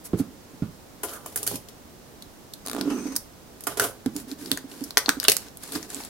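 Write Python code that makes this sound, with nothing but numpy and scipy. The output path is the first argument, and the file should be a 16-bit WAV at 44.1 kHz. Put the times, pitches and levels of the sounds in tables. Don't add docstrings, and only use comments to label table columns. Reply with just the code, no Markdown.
import sys
import numpy as np
from scipy import signal
from scipy.fft import rfft, irfft, next_fast_len
from scipy.io import wavfile

SR = 44100
rng = np.random.default_rng(int(sys.argv[2]) if len(sys.argv) > 2 else 0)


def pcm_store(signal):
    levels = np.round(np.clip(np.atleast_2d(signal), -1, 1) * 32767)
    wavfile.write(sys.argv[1], SR, levels.astype(np.int16).T)


N = 268557
TIME = np.arange(N) / SR

# (start [s], end [s], rustle level [dB], treble shelf [dB], box drone level [dB])
FILM_RUBS = [(0.055, 0.063, -32.5, 10, -49), (0.187, 0.204, -35, 5, -46), (4.15, 4.219, -42.5, 3.5, -38),
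             (4.287, 4.331, -43, -1, -40), (4.39, 4.505, -45, 0, -41.5), (4.52, 4.534, -32.5, 1, -35.5),
             (4.577, 4.575, -33.5, -7, -38), (4.689, 4.896, -49, -0.5, -49), (5.217, 5.257, -39, -8, -48),
             (5.289, 5.327, -28, 10, -51), (5.398, 5.491, -49.5, -7, -72), (5.616, 5.717, -43, -0.5, -66),
             (5.729, 5.777, -33, 0, -37), (5.789, 5.865, -45.5, -2, -49), (5.894, 6.011, -41.5, -0.5, -46),
             (6.002, 6.079, -44, -1, -50)]
# (frequency [Hz], gain [dB])
FILM_COLOUR = [(150, -17), (330, -3.5), (520, -2), (800, -5), (1100, -6), (1450, -6), (1780, -6.5),
               (2300, -6), (3300, -4), (4400, 0.5), (6200, -1.5), (8500, -1), (11500, 0.5), (14500, -9)]
# (frequency [Hz], gain [dB])
DRONE_COLOUR = [(60, -55), (130, -39), (170, -13.5), (230, -2.5), (280, -3.5), (340, -6.5), (440, -14),
                (620, -38), (1200, -46.5)]

FILM_PAN_DB = 1
RUB_BASS_DB = 5
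PATCH_DB = 12.5


def film():
    # (time [s], level over 5 ms [dB], T60 [s],
    # bass shelf [dB], treble shelf [dB], resonance of the patch that lets go [Hz])
    snap_table = [(2.2228, -38.5, .018, -15, 1, 3820), (2.5365, -33, .02, -13, 6, 3840),
                  (2.8113, -25.5, 0.012, 17, 2, 4200), (3.1549, -33, .023, -3, 2, 1060),
                  (3.1626, -17.5, 0.024, 2, 13, 5400), (4.0606, -32.5, .015, 1.5, -3.5, 930),
                  (4.1639, -33, 0.036, -5.5, 2.5, 860), (4.5157, -16, .007, -2, 1.5, 3550),
                  (4.574, -29, 0.0076, 5.5, 4.5, 1750), (4.839, -30.5, 0.035, -13, 16, 5250),
                  (4.907, -32, 0.0085, 4.5, 0.5, 4070), (4.9718, -9.5, 0.012, -2.5, -8.5, 1820),
                  (4.979, -14.5, 0.0056, -3, 3.5, 1240), (4.9865, -23.5, 0.015, -4, 10, 3010),
                  (5.0598, -24, 0.017, 2, -14, 4070), (5.0832, -26, 0.011, 14, -6, 865),
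                  (5.0916, -11.5, 0.0094, 4, -5.5, 1605), (5.2002, -22.5, 0.0045, -32, -3.5, 1700),
                  (5.23, -29, 0.014, -4, 3, 1620), (5.2404, -25, 0.0098, -10, 11, 1300),
                  (5.25, -22.5, .022, 5.5, -5, 3400), (5.2829, -3.5, .011, -2.5, -3, 2660),
                  (5.2876, -19.5, 0.014, 3, -4, 4000), (5.298, -12.5, 0.007, -17, 7, 4700),
                  (5.3179, -14, 0.023, -6, 3.5, 2220), (5.3672, -19, 0.0065, -10.5, -2, 1280),
                  (5.5716, -38, 0.0087, -7, 11, 883), (5.6352, -36, 0.0089, 3, 19, 920),
                  (5.7208, -31, .025, -16, 11, 3470), (5.7565, -31.5, .03, 24, 3, 4260),
                  (5.9026, -34.5, 0.0093, 11, 3.5, 7000), (5.9459, -28, 0.0042, -16, 2, 7800),
                  (6.0029, -37, 0.012, 15, -5, 830), (6.0493, -36, 0.0069, 2, 4, 7500)]
    # (frequency [Hz], width [Hz], level [dB])
    film_rings = [(1560, 70, 3.5), (1790, 250, -8), (4200, 260, -70)]
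    dip_hz, dip_db = 1480, -2
    crinkle = noise() * grain(rate=700, spread_db=3.0, grain_s=0.002, smooth=0.9)
    rubs = [(start, end, db, RUB_BASS_DB, treble_db, dip_hz, dip_db)
            for start, end, db, treble_db, _ in FILM_RUBS]
    rustle = strokes(rubs, crinkle, FILM_COLOUR, fade_s=0.019)
    events = [(*row, patch_ring(row[1])) for row in snap_table] + ticks()
    snaps = blows(scatter_pan(events, FILM_PAN_DB), noise(likeness=0.19), FILM_COLOUR, rise_s=0.000067)
    return resonate(snaps + rustle, film_rings)


def patch_ring(db, fade_from_db=-28.5, fade_db_per_db=0.21):
    return PATCH_DB - fade_db_per_db * max(db - fade_from_db, 0)


def ticks(patch_hz=5000, spread_octaves=0.51):
    ticks_per_s, t60_s = 25, 0.0072
    above_rub_db, spread_db = 3, 4
    rows = []
    for start, end, rub_db, treble_db, _ in FILM_RUBS:
        length = max(end - start, 0)
        for s in rng.uniform(start, start + length, int(ticks_per_s * length)):
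            size, patch = rng.standard_normal(2)
            db = rub_db + above_rub_db + spread_db * size
            ring_hz = patch_hz * 2 ** (spread_octaves * patch)
            rows.append((s, db, t60_s, RUB_BASS_DB, treble_db, ring_hz, PATCH_DB))
    return rows


def cut(fade_s=0.0055):
    # (time [s], force on the blade [dB])
    force_table = [(2.649, -15), (2.72, -13.5), (2.77, -1), (2.88, -3), (2.96, 3), (3.05, -7), (3.11, -7.5),
                   (3.179, -15.5)]
    # (frequency [Hz], gain [dB])
    scrape_colour = [(120, -57), (350, -13), (540, 5), (680, -9), (820, 5), (1030, -0.5), (1250, 1.5),
                     (1600, -2.5), (2200, -27), (3300, -22), (8000, -56)]
    # (frequency [Hz], gain [dB])
    slit_colour = [(1800, 3), (2700, 1), (3300, -5), (4200, 0), (5500, 4), (7000, -1), (8300, 0),
                   (9300, -4), (11500, -1), (13000, -12), (16000, -22)]
    groan_db, scrape_db = -32, -44
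    slit_db = -47
    s, force = np.transpose(force_table)
    force_db = np.interp(TIME, s, force)
    contact = np.clip(np.minimum(TIME - s[0], s[-1] - TIME) / fade_s, 0, 1)
    slips = grain(rate=290, spread_db=6.0, grain_s=0.0075, smooth=0.42)
    groan = unit(colour(noise(), DRONE_COLOUR)) * undb(groan_db + force_db)
    rasp = unit(colour(noise() * slips, scrape_colour))
    strip = card_strip(s[0], s[-1]) * slips
    scrape = (rasp + strip) * undb(scrape_db + force_db)
    hiss = unit(colour(noise() * slips, slit_colour)) * undb(slit_db)
    return contact * (groan + scrape + hiss + sing()) + stutter()


def card_strip(start, end):
    start_hz, fall_hz_per_s, below_rasp_db = 4000, 4300, -8.5
    hz = start_hz - fall_hz_per_s * (np.clip(TIME, start, end) - start)
    return undb(below_rasp_db) * ringing(hz, wobble_hz=190)


def sing(wobble_hz=200, upper_db=-7):
    start_s, attack_s, hold_s, release_s = 2.84, 0.13, 0.053, 0.34
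    final_hz, glide_hz, glide_s, level_db = 6140, 256, 0.032, -46
    age = np.maximum(TIME - start_s, 0)
    release = 1 - (age - attack_s - hold_s) / release_s
    swell = np.clip(np.minimum(age / attack_s, release), 0, 1)
    hz = final_hz - glide_hz * np.exp(-age / glide_s)
    low, high = (ringing(ratio * hz, wobble_hz) for ratio in (1, 1.39))
    return unit(low + undb(upper_db) * high) * swell * undb(level_db)


def stutter(treble_db=7, patch_hz=3800, patch_db=8, count=24):
    start_s, end_s = 2.6626, 2.79
    first_gap_s, gap_growth, longest_gap_s, jitter = 0.0095, 1.19, 0.0168, 0.0434
    level_db, t60_s = -30.5, 0.01
    bass_db, bass_db_per_s = 10.5, 177
    gaps = np.minimum(first_gap_s * gap_growth ** np.arange(count), longest_gap_s)
    gaps = gaps * np.exp(jitter * rng.standard_normal(count))
    ages = np.cumsum(gaps) - gaps
    rows = [(start_s + age, level_db, t60_s, bass_db + bass_db_per_s * age, treble_db, patch_hz, patch_db)
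            for age in ages if start_s + age < end_s]
    return blows(scatter_pan(rows, FILM_PAN_DB), noise(), FILM_COLOUR, rise_s=0.00007)


def ringing(hz, wobble_hz):
    lowpass = signal.butter(2, wobble_hz, fs=SR, output="sos")
    wobble = signal.sosfilt(lowpass, rng.standard_normal((2, N)))
    return unit(wobble * np.cos(2 * np.pi * np.cumsum(hz) / SR))


def box(contact_s=0.0056, tap_db=-21, tap_t60_s=0.21, count=12000):
    # (time [s], level over 12 ms [dB], panel pitch [Hz], gain of the whole-box modes [dB])
    bump_table = [(0.132, -17, 359, 2.5), (.197, -20.5, 269.4, -5), (.533, -43.5, 270, 1),
                  (.621, -19.5, 207.5, -1.5), (1.513, -37, 424, -1), (1.536, -35, 271, -1),
                  (2.809, -28, 258, -36), (2.856, -24.5, 293, -41), (2.874, -22.5, 303, -31),
                  (2.911, -22.5, 283, -30), (3.054, -28, 304, -22), (4.06, -21, 257.4, -11),
                  (4.153, -32, 301, -9), (4.317, -35.5, 290, -21), (4.514, -29.5, 261, -6.5),
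                  (4.641, -37.5, 273, -31), (4.813, -30.5, 282, -24), (5.082, -25, 284, -17),
                  (5.168, -33, 282, -16), (5.283, -27, 417, -7), (5.754, -30.5, 320, -6)]
    # (multiple of its pitch, level [dB], multiple of the jolt's T60)
    panel_modes = [(1.004, 2.5, 1), (1.238, -1, .8), (1.5, -9.5, .7), (2.1, -16, .6), (3, -17.5, .6)]
    # (frequency [Hz], level [dB], multiple of the jolt's T60)
    shell_modes = [(173.4, -3.5, 1.5), (103, -12.5, 2), (54.7, -37, 6)]
    # (frequency [Hz], gain [dB])
    tap_colour = [(100, -41), (450, -17), (750, -4), (1050, -1), (1400, -1), (1750, -10), (2300, -10),
                  (4000, -15), (12000, -30)]
    jolt_t60_s, pan_db = 0.033, -6
    out, t = np.zeros((2, N)), TIME[:count]
    for s, db, pitch_hz, shell_db in bump_table:
        modes = [(ratio * pitch_hz, mode_db, life) for ratio, mode_db, life in panel_modes]
        modes += [(hz, mode_db + shell_db, life) for hz, mode_db, life in shell_modes]
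        ring = np.zeros(count)
        for hz, mode_db, life in modes:
            decay = np.exp(-np.log(1000) * t / (life * jolt_t60_s))
            ring += undb(mode_db) * np.sin(2 * np.pi * hz * t) * decay
        ring *= 1 - np.exp(-(t / contact_s) ** 2)
        add(out, s, ring / np.std(ring[:int(.012 * SR)]) * undb(db) * place(pan_db))
    tap_rows = [(s, db + tap_db, tap_t60_s, 0) for s, db, *_ in bump_table]
    taps = blows(tap_rows, noise(), tap_colour, rise_s=0.00018)
    drag_rows = [(start, end, drone_db) for start, end, *_, drone_db in FILM_RUBS]
    drags = strokes(drag_rows, noise(), DRONE_COLOUR, fade_s=0.04)
    return out + taps + drags


def knife():
    # (time [s], level over 5 ms [dB], T60 [s],
    # bass shelf [dB], treble shelf [dB], gain of the handle's broad resonance [dB])
    clack_table = [(1.0325, -21.5, 0.11, 10, 3, 2.5), (1.2602, -31.5, 0.028, 13, 2, -8),
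                   (1.3588, -21, 0.034, 3, 5, 3), (1.3736, -26.5, .08, -10, -2, 3),
                   (1.4297, -26.5, 0.039, -5, -4, -9), (1.4651, -22.5, .06, -2, 1.5, 3.5),
                   (1.4753, -21.5, 0.022, -14.5, -7.5, 7), (1.5134, -30.5, 0.031, 15, 3.5, -14),
                   (1.556, -29.5, .025, -12, -5, -2), (1.686, -41, .038, -13, -11, -1),
                   (3.607, -39, 0.024, -7, -4, 3), (3.637, -35, 0.023, -12, -1, -2),
                   (3.6688, -20, 0.049, 7, -2.5, 1.5), (3.772, -27, 0.068, -2, -8, 3),
                   (3.7967, -14, 0.039, -2, -7, 15)]
    # (start [s], end [s], level [dB],
    # bass shelf [dB], treble shelf [dB], gain of the scraping resonance [dB])
    slide_table = [(1.05, 1.113, -44, -6, -12, 6), (1.112, 1.162, -37.5, 3, -3, 12),
                   (1.17, 1.26, -50.5, 11.5, -6, 5), (1.257, 1.349, -48, 2, -4, -9),
                   (1.394, 1.44, -45.5, 4, -16, -13), (1.482, 1.565, -37, -3.5, -8.5, -4),
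                   (3.684, 3.744, -39.5, 0, -13, 5), (3.783, 3.783, -28.5, 4, -14, 1),
                   (3.808, 3.856, -27, 5, -4, 3.5), (3.845, 3.895, -36.5, 4, -6.5, -11)]
    # (frequency [Hz], gain [dB])
    knife_colour = [(120, -25), (350, 2), (600, 1), (850, -4.5), (1100, -5.5), (1500, -5.5), (2000, -10),
                    (2500, -10.5), (3100, -7), (4000, -9), (5000, -5), (7000, -2.5), (9300, -1.5),
                    (11500, 4), (14500, -5)]
    # (frequency [Hz], width [Hz], level [dB])
    knife_rings = [(557, 9.7, -21), (826, 29, -3), (1190, 47, -14), (1600, 45, -11), (3060, 62, -7),
                   (9300, 580, 0)]
    # (frequency [Hz], gain [dB])
    desk_colour = [(40, -14), (75, -14), (108, 3), (160, -8), (300, -5), (450, -6), (900, -40)]
    handle_hz, slide_hz, pan_db = 1580, 1340, -0.5
    desk_db, desk_t60_s = -22.5, 0.39
    rattle = noise() * grain(rate=770, spread_db=-1, grain_s=0.00062, smooth=1.0)
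    chatter = noise() * grain(rate=990, spread_db=6, grain_s=0.0037, smooth=0.34)
    knock_rows = [(*row, handle_hz, ring_db) for *row, ring_db in clack_table]
    knocks = blows(scatter_pan(knock_rows, pan_db), rattle, knife_colour, rise_s=0.00027)
    slide_rows = [(*row, slide_hz, ring_db) for *row, ring_db in slide_table]
    slides = strokes(slide_rows, chatter, knife_colour, fade_s=0.022)
    thud_rows = [(s, db + desk_db, desk_t60_s, 0) for s, db, *_ in clack_table]
    thuds = blows(thud_rows, noise(), desk_colour, rise_s=0.0013)
    return resonate(knocks + slides, knife_rings) + thuds


def room(x, early_db=4, early_s=0.0074, gap_s=0.0025, bass_hz=600):
    treble_t60_s, bass_t60_s = 0.24, 0.36
    t = TIME[:SR // 2]
    scatter = noise(split_hz=2220, low_pan_db=-1)[:, :len(t)]
    bass = signal.sosfilt(signal.butter(2, bass_hz, fs=SR, output="sos"), scatter)
    treble = signal.sosfilt(signal.butter(2, bass_hz, "high", fs=SR, output="sos"), scatter)
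    tail = bass * np.exp(-np.log(1000) * t / bass_t60_s) - treble * np.exp(-np.log(1000) * t / treble_t60_s)
    tail = tail * (t > gap_s) * (1 + undb(early_db) * np.exp(-t / early_s))
    return signal.fftconvolve(x, unit(tail) / np.sqrt(len(t)), axes=1)[:, :N]


def air(level_db=-47.5):
    # (frequency [Hz], gain [dB])
    air_colour = [(15, -19), (30, -6), (50, -1.5), (120, -3.5), (250, -1), (420, -5.5), (600, -8),
                  (850, -11), (1400, -15.5), (2500, -21), (5500, -20.5), (9000, -24), (16000, -25)]
    rumble = noise(split_hz=820, low_pan_db=-2.5, high_pan_db=-1.0)
    diffuse = undb(0.5) * rng.standard_normal((2, N)) * place(-2.5)
    return unit(colour(rumble + diffuse, air_colour, size=8192)) * undb(level_db)


def capsules(x):
    # (frequency [Hz], level difference [dB])
    difference = [(700, 1), (1300, -2), (2400, 3.5), (5000, 2.5), (9000, 1), (15000, -6.5)]
    left, right = ([(hz, side * db / 2) for hz, db in difference] for side in (1, -1))
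    return np.vstack([colour(x[[0]], left, size=512), colour(x[[1]], right, size=512)])


def blows(table, source, points, rise_s, count=5000):
    out, t = np.zeros((2, N)), TIME[:count]
    for s, db, t60, *tone, pan_db in table:
        decay = (1 - np.exp(-t / rise_s)) * np.exp(-np.log(1000) * t / t60)
        burst = source.take(int(s * SR) + np.arange(count), axis=1, mode="wrap") * decay
        burst = colour(burst, points, *tone, size=2048) * place(pan_db)
        add(out, s, unit(burst) * undb(db) * np.sqrt(.005 * SR / count))
    return out


def strokes(table, source, points, fade_s):
    out = np.zeros((2, N))
    for start, end, db, *tone in table:
        i = int(max(start - fade_s, 0) * SR)
        j = min(int((max(end, start) + fade_s) * SR), N)
        t = TIME[i:j]
        swell = np.clip(np.minimum(t - start + fade_s, end + fade_s - t) / (2 * fade_s), 0, 1)
        add(out, i / SR, unit(colour(source[:, i:j], points, *tone)) * swell * undb(db))
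    return out


def scatter_pan(rows, pan_db, spread_db=2.9):
    return [(*row, pan_db + spread_db * z) for row, z in zip(rows, rng.standard_normal(len(rows)))]


def noise(split_hz=1700, low_pan_db=-6.0, high_pan_db=0, likeness=0.17):
    low, centre, *sides = rfft(rng.standard_normal((4, next_fast_len(N, True))))
    shared = 1 / (1 + (np.linspace(0, SR / 2, len(low)) / split_hz) ** 6)
    high = np.sqrt(likeness) * centre + np.sqrt(1 - likeness) * np.array(sides)
    both = np.sqrt(shared) * low * place(low_pan_db) + np.sqrt(1 - shared) * high * place(high_pan_db)
    return irfft(both)[:, :N]


def grain(rate, spread_db, grain_s, smooth):
    size_db = spread_db * np.minimum(rng.exponential(size=N), 4)
    slips = (rng.random(N) < rate / SR) * undb(size_db) ** 2
    power = signal.lfilter([1], [1, -np.exp(-1 / (grain_s * SR))], slips)
    return unit(np.sqrt(power / power.mean() + smooth))


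def colour(x, points, bass_db=0, treble_db=0, ring_hz=1000, ring_db=0, size=4096):
    log_hz = np.log(np.maximum(np.fft.rfftfreq(size, 1 / SR), 1))
    hz, db = np.transpose(points)
    db = np.interp(log_hz, np.log(hz), db)
    db = db + np.interp(log_hz, np.log([1200, 4000, 10000]), [bass_db, 0, treble_db])
    db = db + ring_db * np.exp(-((log_hz - np.log(ring_hz)) / .25) ** 2)
    cepstrum = irfft(np.log(undb(db)))
    cepstrum[1:size // 2] *= 2
    cepstrum[size // 2 + 1:] = 0
    impulse = irfft(np.exp(rfft(cepstrum)))
    return signal.fftconvolve(x, impulse[None], axes=1)[:, :x.shape[1]]


def resonate(x, rings):
    return x + sum(undb(db) * signal.lfilter(*signal.iirpeak(hz, hz / width, fs=SR), x)
                   for hz, width, db in rings)


def undb(db):
    return 10 ** (np.asarray(db) / 20)


def unit(x):
    return x / np.sqrt(np.mean(x ** 2))


def place(pan_db):
    return unit(undb(np.array([[pan_db], [-pan_db]]) / 2))


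def add(out, s, x):
    i = max(int(s * SR), 0)
    out[:, i:i + x.shape[1]] += x[:, :max(N - i, 0)]


def scene():
    film_room_db, box_room_db, knife_room_db = -8.5, -9, -4.5
    wrap, body, tool = film(), box() + cut(), knife()
    sends = undb(film_room_db) * wrap + undb(box_room_db) * body + undb(knife_room_db) * tool
    return capsules(wrap + body + tool + room(sends)) + air()


def record(dry, top_hz=15900):
    lowpass = signal.ellip(10, .2, 70, top_hz, fs=SR, output="sos")
    return signal.sosfilt(lowpass, np.clip(dry, -1, 1))


dry = scene()
out = record(dry)
pcm_store(out)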